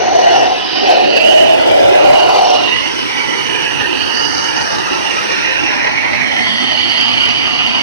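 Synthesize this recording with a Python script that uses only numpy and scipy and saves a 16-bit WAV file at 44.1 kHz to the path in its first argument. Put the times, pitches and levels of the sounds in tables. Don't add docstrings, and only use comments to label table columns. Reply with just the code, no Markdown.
import sys
import numpy as np
from scipy import signal
from scipy.fft import rfft, irfft, next_fast_len
from scipy.io import wavfile
from scipy.ndimage import uniform_filter1d, minimum_filter1d, map_coordinates

SR = 44100
rng = np.random.default_rng(int(sys.argv[2]) if len(sys.argv) > 2 else 0)


def to_wav(s):
    ch = np.atleast_2d(s).T
    pcm = np.round(np.clip(ch, -1, 1) * 32767)
    wavfile.write(sys.argv[1], SR, pcm.astype(np.int16))


N = 344862

# time in seconds,
# left centre in Hz, right centre in Hz, left level in dB, right level in dB, width in Hz.
RUMBLE_TRACK = [(0, 285, 350, -33, -25, 200), (.3, 290, 355, -25.5, -16.5, 200),
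                (.7, 290, 326, -25.5, -21.5, 200), (.9, 300, 346, -21.5, -16, 200),
                (1.3, 315, 327, -18.5, -16, 200), (2, 340, 370, -18.5, -14, 220),
                (2.3, 344, 383, -23.5, -16.5, 200), (2.55, 327, 350, -25, -18.5, 200),
                (2.8, 300, 297, -25.5, -23.5, 200), (3.5, 300, 310, -27, -22, 200),
                (4.4, 290, 294, -24.5, -23.5, 161), (5.3, 300, 360, -24.5, -23.5, 221),
                (5.85, 287, 300, -29.5, -24.5, 220), (6.15, 267, 262, -27, -24, 120),
                (6.6, 268, 260, -30, -22, 120), (7, 263, 259, -26, -23.5, 109),
                (7.82, 256, 252, -25, -23.5, 109)]
# time in seconds, left and right centre in Hz, left and right level in dB.
HOLLOW_TRACK = [(0, 500, 495, -17, -21), (.5, 497, 494, -21, -24), (.65, 487, 494, -37, -39),
                (.95, 496, 473, -13, -18.5), (1.4, 495, 470, -20, -22), (2, 470, 465, -18, -20),
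                (2.4, 480, 472, -22, -20), (2.8, 503, 474, -37, -32), (3.4, 460, 437, -30, -36),
                (4.4, 550, 458, -28.5, -29.5), (5.4, 565, 636, -28, -30), (6.1, 656, 690, -26.5, -26),
                (7, 700, 700, -29, -26.5), (7.82, 684, 734, -33, -27.5)]
# time in seconds,
# left and right centre in Hz, left and right level in dB.
TUBE_TRACK = [(0, 970, 970, -36, -25), (.5, 950, 960, -22, -27), (.75, 990, 960, -27, -32),
              (.95, 955, 910, -22.5, -34), (1.1, 980, 890, -38, -28), (1.5, 990, 860, -41, -17),
              (1.9, 886, 840, -29, -20.5), (2.15, 945, 900, -21, -15), (2.4, 930, 890, -19, -22),
              (2.65, 980, 930, -20, -32), (2.95, 975, 914, -30.5, -22), (3.8, 790, 904, -30, -24.5),
              (4.9, 790, 870, -28.5, -21), (5.5, 925, 885, -27, -26), (5.9, 960, 860, -24, -22),
              (6.25, 950, 850, -28.5, -26.5), (6.5, 934, 790, -27.5, -27.5), (7.82, 936, 810, -24.5, -26.5)]
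# time in seconds, centre in Hz, left level in dB, right level in dB.
BODY_TRACK = [(0, 1540, -29.5, -34), (1.4, 1494, -31, -27.5), (2, 1450, -29, -21), (2.5, 1170, -22, -33),
              (2.9, 1490, -29.5, -28), (3.3, 1380, -25.5, -27.5), (3.8, 1450, -27, -30),
              (4.1, 1400, -25, -24.5), (4.6, 1410, -23, -25), (5.2, 1360, -22.5, -22),
              (5.7, 1620, -24.5, -23.5), (6.3, 1220, -29.5, -32.5), (7.82, 1310, -25, -28)]
# time in seconds, centre in Hz, left level in dB, right level in dB.
DUCT_TRACK = [(0.0, 2030, -26.0, -36), (0.33, 1780, -20.5, -19), (0.57, 2020, -33, -34),
              (0.93, 1800, -28, -24.5), (1.29, 1890, -30, -22.5), (1.65, 1950, -28, -30),
              (2.22, 2050, -32.5, -23.5), (2.46, 1900, -36, -38), (2.76, 1990, -28, -17.5),
              (2.97, 2070, -31, -29.5), (3.24, 2010, -35, -20.5), (3.4, 1930, -29, -23),
              (3.54, 1830, -28, -23.5), (3.81, 1720, -32, -22), (3.97, 1800, -36, -28),
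              (4.12, 1820, -41, -21.5), (4.4, 1810, -32, -24.5), (4.7, 1710, -27, -21.5),
              (4.95, 1930, -32, -25), (5.15, 1940, -32, -23.5), (5.3, 1830, -26, -24),
              (5.48, 1940, -32, -16.5), (5.62, 1780, -33, -27), (5.79, 1980, -21, -13.5),
              (5.92, 2000, -23, -18), (6.2, 1950, -25, -15.5), (6.4, 1990, -24, -15.5),
              (6.52, 1910, -25, -21), (6.7, 2000, -26, -21), (6.95, 1960, -26, -22),
              (7.8, 1980, -30, -26.5)]
# time in seconds, centre in Hz, left level in dB, right level in dB.
THROAT_TRACK = [(0.0, 2270.0, -36, -25), (0.21, 2390, -36, -38), (0.45, 2710, -22, -27.5),
                (0.78, 2430, -42, -26), (1.0, 2600, -34, -19.5), (1.23, 2620, -27.5, -24),
                (1.36, 2600, -25, -22), (1.5, 2610, -26, -18), (1.71, 2300.0, -26.5, -28),
                (2.07, 2480, -25, -18), (2.46, 2280, -26.5, -32), (2.67, 2580, -25, -27),
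                (2.97, 2500, -36, -27), (3.27, 2190, -29.5, -20.5), (3.5, 2300, -31, -24.5),
                (3.7, 2600, -29, -21.5), (3.9, 2740, -31, -21.5), (4.08, 2650, -31, -27),
                (4.32, 2420, -34, -39), (4.47, 2300, -32.0, -30), (4.74, 2620, -29, -30.5),
                (4.95, 2650, -38, -23), (5.2, 2550, -28, -23.5), (5.38, 2440, -30, -21),
                (5.5, 2430, -25, -19), (5.62, 2420, -29, -20.5), (5.75, 2420, -28, -18.5),
                (5.9, 2300, -32, -21.5), (6.02, 2300, -36, -16.5), (6.18, 2270, -38, -15),
                (6.39, 2030, -21, -18.5), (6.57, 2230, -29, -25), (6.75, 2270, -28, -22.5),
                (7.8, 2430, -22, -18.5)]
# time in seconds, left and right centre in Hz,
# left and right level in dB, width in Hz.
WHINE_TRACK = [(0, 2900, 2850, -28, -38, 393), (.15, 2900, 2900, -29.5, -31, 350),
               (.33, 2940, 2870, -26, -19.5, 320), (.51, 2930, 2880, -31, -26.5, 300),
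               (.72, 2900, 3020, -26, -18.5, 200), (.93, 2870, 2970, -22, -25.5, 350),
               (1.12, 2920, 2820, -28, -16.5, 375), (1.22, 2920, 2720, -21, -9.5, 450),
               (1.3, 2980, 2920, -25, -7.5, 280), (1.45, 3070, 2890, -31, -11.5, 260),
               (1.59, 3070, 2880, -29, -20, 260), (1.83, 3320, 2980, -26, -22.5, 300),
               (2.07, 2900, 2910, -30, -18, 340), (2.22, 2840, 2870, -29, -17.5, 320),
               (2.49, 3100, 2850, -26, -19.5, 300), (2.76, 3100, 2860, -29, -12.5, 340),
               (3.06, 3100, 2970, -26, -23, 380), (3.36, 3080, 2980, -31, -18, 240),
               (3.63, 3100, 2880, -26, -16, 280), (3.84, 2900, 2820, -48, -20, 380),
               (4.02, 2870, 2880, -43, -13, 220), (4.35, 3010, 2900, -40, -20.5, 193),
               (4.53, 3070, 2930, -30, -15.5, 190), (4.68, 2930, 2930, -40, -26, 220),
               (5.0, 3000, 2800, -34, -19.5, 280), (5.25, 2890, 2800, -37, -18, 350),
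               (5.4, 2830, 2740, -27, -21, 400), (5.47, 2840, 2660, -23, -16, 420),
               (5.58, 2830, 2720, -23, -14, 380), (5.7, 2920, 2760, -21.5, -21, 300),
               (5.85, 2830, 2820, -25, -26, 300), (6, 2830, 2830, -25, -28, 400),
               (6.15, 2830, 2850, -30, -40, 400), (6.29, 3060, 3040, -26, -18, 300),
               (6.41, 3150, 3070, -29, -21.5, 340), (6.5, 3170, 3130, -20, -12.5, 400),
               (6.6, 3150, 3080, -21, -15, 400), (6.75, 3130, 3035, -21, -11.5, 395),
               (7.17, 3050, 2990, -18.5, -10.5, 330), (7.35, 3010, 2950, -20, -12.5, 307),
               (7.8, 3000, 2930, -22, -14, 282)]
# time in seconds, centre in Hz, left level in dB, right level in dB.
RIM_TRACK = [(0, 3700, -35, -28), (.6, 3550, -29.5, -27), (.92, 4040, -28, -21.5), (1.1, 4230, -34, -26),
             (1.35, 4250, -38, -27.5), (1.6, 3120, -24, -28.5), (2.2, 4130, -32, -26.5),
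             (2.65, 3750, -37, -23.5), (3, 3850, -30, -40), (3.6, 3830, -35.5, -34),
             (4.4, 4000, -33.5, -35.5), (5.3, 3900, -29, -26), (5.6, 4000, -33, -29.5),
             (6.15, 4000, -30.5, -41), (6.5, 3100, -32, -31.5), (7.82, 3130, -31, -25)]
# time in seconds, centre in Hz, left level in dB, right level in dB.
GRILLE_TRACK = [(0.0, 4380, -32, -34), (0.33, 4380, -32.5, -25), (0.54, 4740, -34, -40),
                (0.66, 4920, -34, -23.5), (0.8, 4900, -31, -19), (0.9, 4700, -31, -27),
                (1.02, 4370, -32.0, -34), (1.12, 4650, -37, -25), (1.26, 4700, -34, -23),
                (1.47, 4440, -35.5, -32.5), (1.8, 4960, -44, -28.5), (1.95, 5040, -40, -34),
                (2.22, 4530, -29, -30), (3.09, 4510, -34.5, -32.5), (3.81, 4430, -38, -32),
                (4.2, 4700, -43, -18), (4.5, 4710, -31, -24.5), (4.68, 4600, -49, -23.5),
                (4.86, 4560, -29, -34), (5.07, 4760, -31, -36), (5.43, 4350, -36.0, -42),
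                (5.67, 4400, -52, -34), (6.38, 4260, -31, -29.5), (6.5, 4600, -31, -24),
                (6.66, 4500, -26, -23.5), (6.99, 4570, -27, -18.5), (7.56, 4590, -33, -23.5),
                (7.8, 4600, -33.0, -23.5)]
# time in seconds, lower mode's left and right level in dB,
# upper mode's left and right level in dB.
EDGE_TRACK = [(0.0, -45, -54, -45.0, -23.5), (0.39, -35, -23, -40.5, -29.5), (0.66, -48, -39, -55, -39),
              (0.93, -32, -27, -47, -47), (1.14, -47, -46, -40, -38.0), (1.35, -39, -33, -40.5, -33),
              (1.62, -38, -39.0, -46, -38), (2.28, -35, -44, -46, -34.0), (2.49, -34.0, -22.5, -52, -31),
              (2.73, -40, -37, -36, -35), (2.88, -36, -25.5, -32, -30), (3.09, -28, -33, -40, -35),
              (3.3, -32, -30, -40, -27.5), (3.62, -34, -37, -36, -30.5), (3.93, -36, -40, -41, -34),
              (4.32, -39, -25, -34.5, -24), (4.71, -45, -29, -36, -28.5), (5.01, -34, -31, -40, -29.0),
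              (5.3, -31, -26, -40, -30), (5.55, -31, -28, -39, -32), (5.73, -34, -27, -44, -31.5),
              (6.09, -34, -39, -44, -37), (6.39, -35, -29, -39.5, -32.5), (6.66, -39.5, -50, -37, -37),
              (7.8, -36, -40, -48, -33.5)]
# time in seconds, low note in Hz, low note's left and right level in dB,
# high note's left and right level in dB.
CUP_TRACK = [(0, 686, -15, -22, -23, -15), (.07, 680, -15, -17, -15, -14.5),
             (.16, 660, -14, -13, -12.5, -11), (.3, 676, -8.5, -7, -11, -15),
             (.4, 710, -14, -11, -8, -10.5), (.52, 700, -20, -14.5, -14, -15),
             (.6, 660, -31, -33, -21, -21), (.72, 640, -50, -45, -31, -30), (.8, 600, -21, -18, -24, -20.5),
             (.88, 600, -20, -18, -11, -11.5), (1.0, 597, -17, -15, -12.5, -9),
             (1.09, 585, -14.5, -14, -25, -21), (1.25, 630, -12.5, -8.5, -24, -16),
             (1.4, 636, -9, -6, -17, -10.5), (1.6, 660, -9.5, -8.5, -19, -21),
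             (1.85, 595, -5, -6, -17.5, -10), (2.0, 574, -6, -8, -12, -10),
             (2.12, 600, -4.5, -4.5, -25, -10.5), (2.28, 656, -11, -10.5, -14, -10.5),
             (2.4, 646, -19, -16, -6, -7.5), (2.54, 600, -13, -14, -19, -11),
             (2.66, 597, -19.5, -24.5, -32, -19), (2.82, 625, -50, -46, -50, -48),
             (3.05, 620, -51, -51, -65, -44)]
# time in seconds, lag in microseconds (negative: earlier).
PORT_LAG = [(0, 168), (.45, 155), (1, 107), (1.4, 28), (1.8, -1), (2.05, 18), (2.45, 159), (2.9, -51),
            (4.5, -48), (5.2, -66), (5.7, -25), (6.2, -2), (6.7, 50), (7.82, 48)]
# time in seconds, left level in dB, right level in dB.
RUSH_LEVELS = [(0, -28, -28), (1.1, -34.5, -31.5), (1.8, -30.5, -23.5), (2.6, -27.5, -28.5),
               (3, -34, -30.5), (3.8, -28, -27), (4.6, -28.5, -28), (5.3, -31, -28.5), (6, -28, -27.5),
               (6.6, -26.5, -28), (7.3, -25.5, -26), (7.82, -26, -25)]
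# frequency in Hz, relative level in dB per Hz.
RUSH_SPECTRUM = [(20, -20), (40, -2), (60, 0), (110, 6.5), (200, -1.5), (500, -2.5), (1500, -54),
                 (3500, -39), (6000, -18)]
# frequency in Hz, correlation from 0 to 1.
RUSH_ALIKE = [(100, 0.94), (1000, 0.17), (4000, 0.12)]
# frequency in Hz, gain in dB.
ROAR_ROLLOFF = [(20, -1), (5900, -0.45), (6300, -2), (6700, -11.5), (7500, -61), (16000, -43)]
# time in seconds, left level in dB, right level in dB.
OVERLOAD_LEVELS = [(0.8, -77, -68), (0.88, -47, -40), (1.05, -62, -48), (1.11, -69, -73), (1.16, -56, -38),
                   (1.45, -49, -34), (1.6, -44, -39), (2.0, -43, -39), (2.1, -58, -35.5),
                   (2.42, -69, -37.5), (2.55, -70, -65), (2.7, -80, -78)]
# frequency in Hz, relative level in dB.
OVERLOAD_SPECTRUM = [(5500, -28), (6600, 6.0), (10000, -0.5), (15000, -6.0), (15300, -34)]
# time in seconds, left level in dB.
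HISS_LEVELS = [(0, -55.5), (.37, -46), (.9, -54), (1.5, -45), (2.6, -45), (3, -41), (5.2, -40.5),
               (5.95, -46.5), (6.4, -43.5), (7.82, -46)]
# frequency in Hz, relative level in dB.
HISS_SPECTRUM = [(7300, -21.5), (7900, -3.0), (10600, -7.5), (11500, -15.0), (15000, -22.0), (15500, -30)]
# start in seconds, right level in dB.
TICK_EVENTS = [(4.2503, -8)]

SIZE = 2048
HZ = np.fft.rfftfreq(SIZE, 1 / SR)[:, None]
FRAMES = np.arange(-(-N // (SIZE // 2)) + 1) * (SIZE // 2) / SR
EDGE_LOW_HZ, EDGE_HIGH_HZ, CUP_HIGH_HZ = 5484, 5974, 743
ONSET_S = 0.0015
PUFFS_PER_S, PUFF_DB, PUFF_FADE_S = 70, 0.82, 0.0079
SPRAY_S, SPRAY_POWER = 0.003, 1.7
CRACKLE_DB, CRACKLE_PER_S = 0.5, 450
TICK_HZ, TICK_T60_S, TICK_LEFT_DB = (4970, 5800), 0.061, -35
CEILING, LIMIT_S = 1.08, 0.00041
SATURATION, HARDNESS, TOP_HZ = 1, 13, 15692


def amp(db):
    return 10 ** (np.asarray(db) / 20)


def along(points, hz):
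    f, v = np.transpose(points)
    return np.interp(np.log(hz + 1), np.log(f + 1), v)


def curves(rows):
    s, *cols = np.transpose(rows)
    return [np.interp(FRAMES, s, c) for c in cols]


def filtered(x, response):
    m = next_fast_len(N + SIZE)
    return irfft(rfft(x, m) * response(np.fft.rfftfreq(m, 1 / SR)), m)[..., :N]


def wave(spectra):
    return signal.istft(spectra, nperseg=SIZE)[1][:, :N]


def air(shape, alike, turn, patchy_db):
    a, b = signal.stft(rng.standard_normal((2, N)), nperseg=SIZE)[2]
    patches = uniform_filter1d(rng.standard_normal(a.shape), size=5, axis=0)
    patches = uniform_filter1d(patches, size=3, axis=1)
    level = np.sqrt(np.mean(shape ** 2, axis=-2, keepdims=True))
    gain = shape / level * amp(patchy_db * patches / patches.std())
    u = np.arccos(np.clip(alike, 0, 1)) / 2
    left = np.cos(u) * a + np.sin(u) * b
    right = np.cos(u) * a - np.sin(u) * b
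    lag = np.exp(-1j * (2 * np.pi * HZ * curves(PORT_LAG)[0] / 10 ** 6 + turn))
    return gain * np.array([left, lag * right])


def resonance(track, width_hz, alike, turn, patchy_db):
    *centres, left_db, right_db = np.broadcast_arrays(*track)
    centre = np.array(centres)[:, None]
    damping = (HZ * width_hz) ** 2
    shape = damping / ((centre ** 2 - HZ ** 2) ** 2 + damping)
    return amp([left_db, right_db])[:, None] * air(shape, alike, turn, patchy_db)


def housing():
    *rumble, rumble_width = curves(RUMBLE_TRACK)
    *whine, whine_width = curves(WHINE_TRACK)
    edge_db = curves(EDGE_TRACK)
    edge_low, edge_high = [EDGE_LOW_HZ, *edge_db[:2]], [EDGE_HIGH_HZ, *edge_db[2:]]
    return (resonance(rumble, width_hz=rumble_width, alike=0.95, turn=-0.31, patchy_db=3.0)
            + resonance(curves(HOLLOW_TRACK), width_hz=276, alike=0.73, turn=0.1, patchy_db=4.0)
            + resonance(curves(TUBE_TRACK), width_hz=222, alike=0.35, turn=-0.12, patchy_db=2.5)
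            + resonance(curves(BODY_TRACK), width_hz=570, alike=0.65, turn=0.9, patchy_db=3.5)
            + resonance(curves(DUCT_TRACK), width_hz=400, alike=0.62, turn=-1.33, patchy_db=3.0)
            + resonance(curves(THROAT_TRACK), width_hz=510, alike=0.89, turn=-0.59, patchy_db=4.0)
            + resonance(whine, width_hz=whine_width, alike=1.0, turn=0.17, patchy_db=2.5)
            + resonance(curves(RIM_TRACK), width_hz=1370, alike=0.19, turn=0.29, patchy_db=3.5)
            + resonance(curves(GRILLE_TRACK), width_hz=520, alike=0.26, turn=0.92, patchy_db=3.0)
            + resonance(edge_low, width_hz=770, alike=0.065, turn=0.2, patchy_db=3.5)
            + resonance(edge_high, width_hz=860, alike=0.079, turn=0.16, patchy_db=3.5))


def cup():
    low_hz, *levels_db = curves(CUP_TRACK)
    low, high = [low_hz, *levels_db[:2]], [CUP_HIGH_HZ, *levels_db[2:]]
    return (resonance(low, width_hz=88, alike=0.97, turn=-0.28, patchy_db=1.5)
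            + resonance(high, width_hz=113, alike=1.0, turn=0.61, patchy_db=1.2))


def puffs():
    kicks = (rng.random(N) < PUFFS_PER_S / SR) * rng.random(N)
    kicks = uniform_filter1d(kicks, size=round(ONSET_S * SR))
    swell = signal.lfilter([1], [1, -np.exp(-1 / (PUFF_FADE_S * SR))], kicks)
    return amp(PUFF_DB * (swell - swell.mean()) / swell.std())


def crackle_gain(roar):
    peaks = np.abs(uniform_filter1d(roar ** 2, size=round(SPRAY_S * SR))) ** (SPRAY_POWER / 2)
    knots = rng.standard_normal(1000 * N // SR)
    crackle = map_coordinates(knots, [np.arange(N) * CRACKLE_PER_S / SR])
    spray = peaks * amp(CRACKLE_DB * crackle)
    usual = np.sqrt(np.abs(uniform_filter1d(spray ** 2, size=SR // 4))) + 1e-9
    return spray / usual


def overload_treble(roar):
    shape = amp(along(OVERLOAD_SPECTRUM, HZ))
    noise = amp(curves(OVERLOAD_LEVELS))[:, None] * air(shape, alike=0.05, turn=0, patchy_db=1)
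    return wave(noise) * crackle_gain(roar)


def ticks():
    out, t = np.zeros(N), np.arange(SR // 20) / SR
    tones = sum(np.sin(2 * np.pi * hz * t) for hz in TICK_HZ) / 2
    ring = tones * amp(-60 * t / TICK_T60_S) * np.minimum(1, t / ONSET_S)
    for s, db in TICK_EVENTS:
        out[round(s * SR):][:len(t)] += amp(db) * ring
    return amp([[TICK_LEFT_DB], [0]]) * out


def rush():
    alike = along(RUSH_ALIKE, HZ)
    noise = air(amp(along(RUSH_SPECTRUM, HZ)), alike, turn=-0.28, patchy_db=2.5)
    return amp(curves(RUSH_LEVELS))[:, None] * noise


def hiss():
    ports = amp([[[0]], [[-13]]])
    noise = air(amp(along(HISS_SPECTRUM, HZ)), alike=0.05, turn=0, patchy_db=3.5)
    return amp(curves(HISS_LEVELS)[0]) * ports * noise


def scene():
    roar = wave(amp(along(ROAR_ROLLOFF, HZ)) * (housing() + cup() + rush())) * puffs()
    return roar + overload_treble(roar) + ticks() + wave(hiss())


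def record(dry):
    x = dry * [[1], [-1]]
    span = round(LIMIT_S * SR)
    needed = np.minimum(1, CEILING / (np.abs(x) + 1e-9))
    held = minimum_filter1d(needed, size=span)
    x = x * uniform_filter1d(held, size=3 * span, origin=span)
    x = x / (1 + np.abs(x / SATURATION) ** HARDNESS) ** (1 / HARDNESS)
    return filtered(x, lambda hz: hz < TOP_HZ)


dry = scene()
out = record(dry)
to_wav(out)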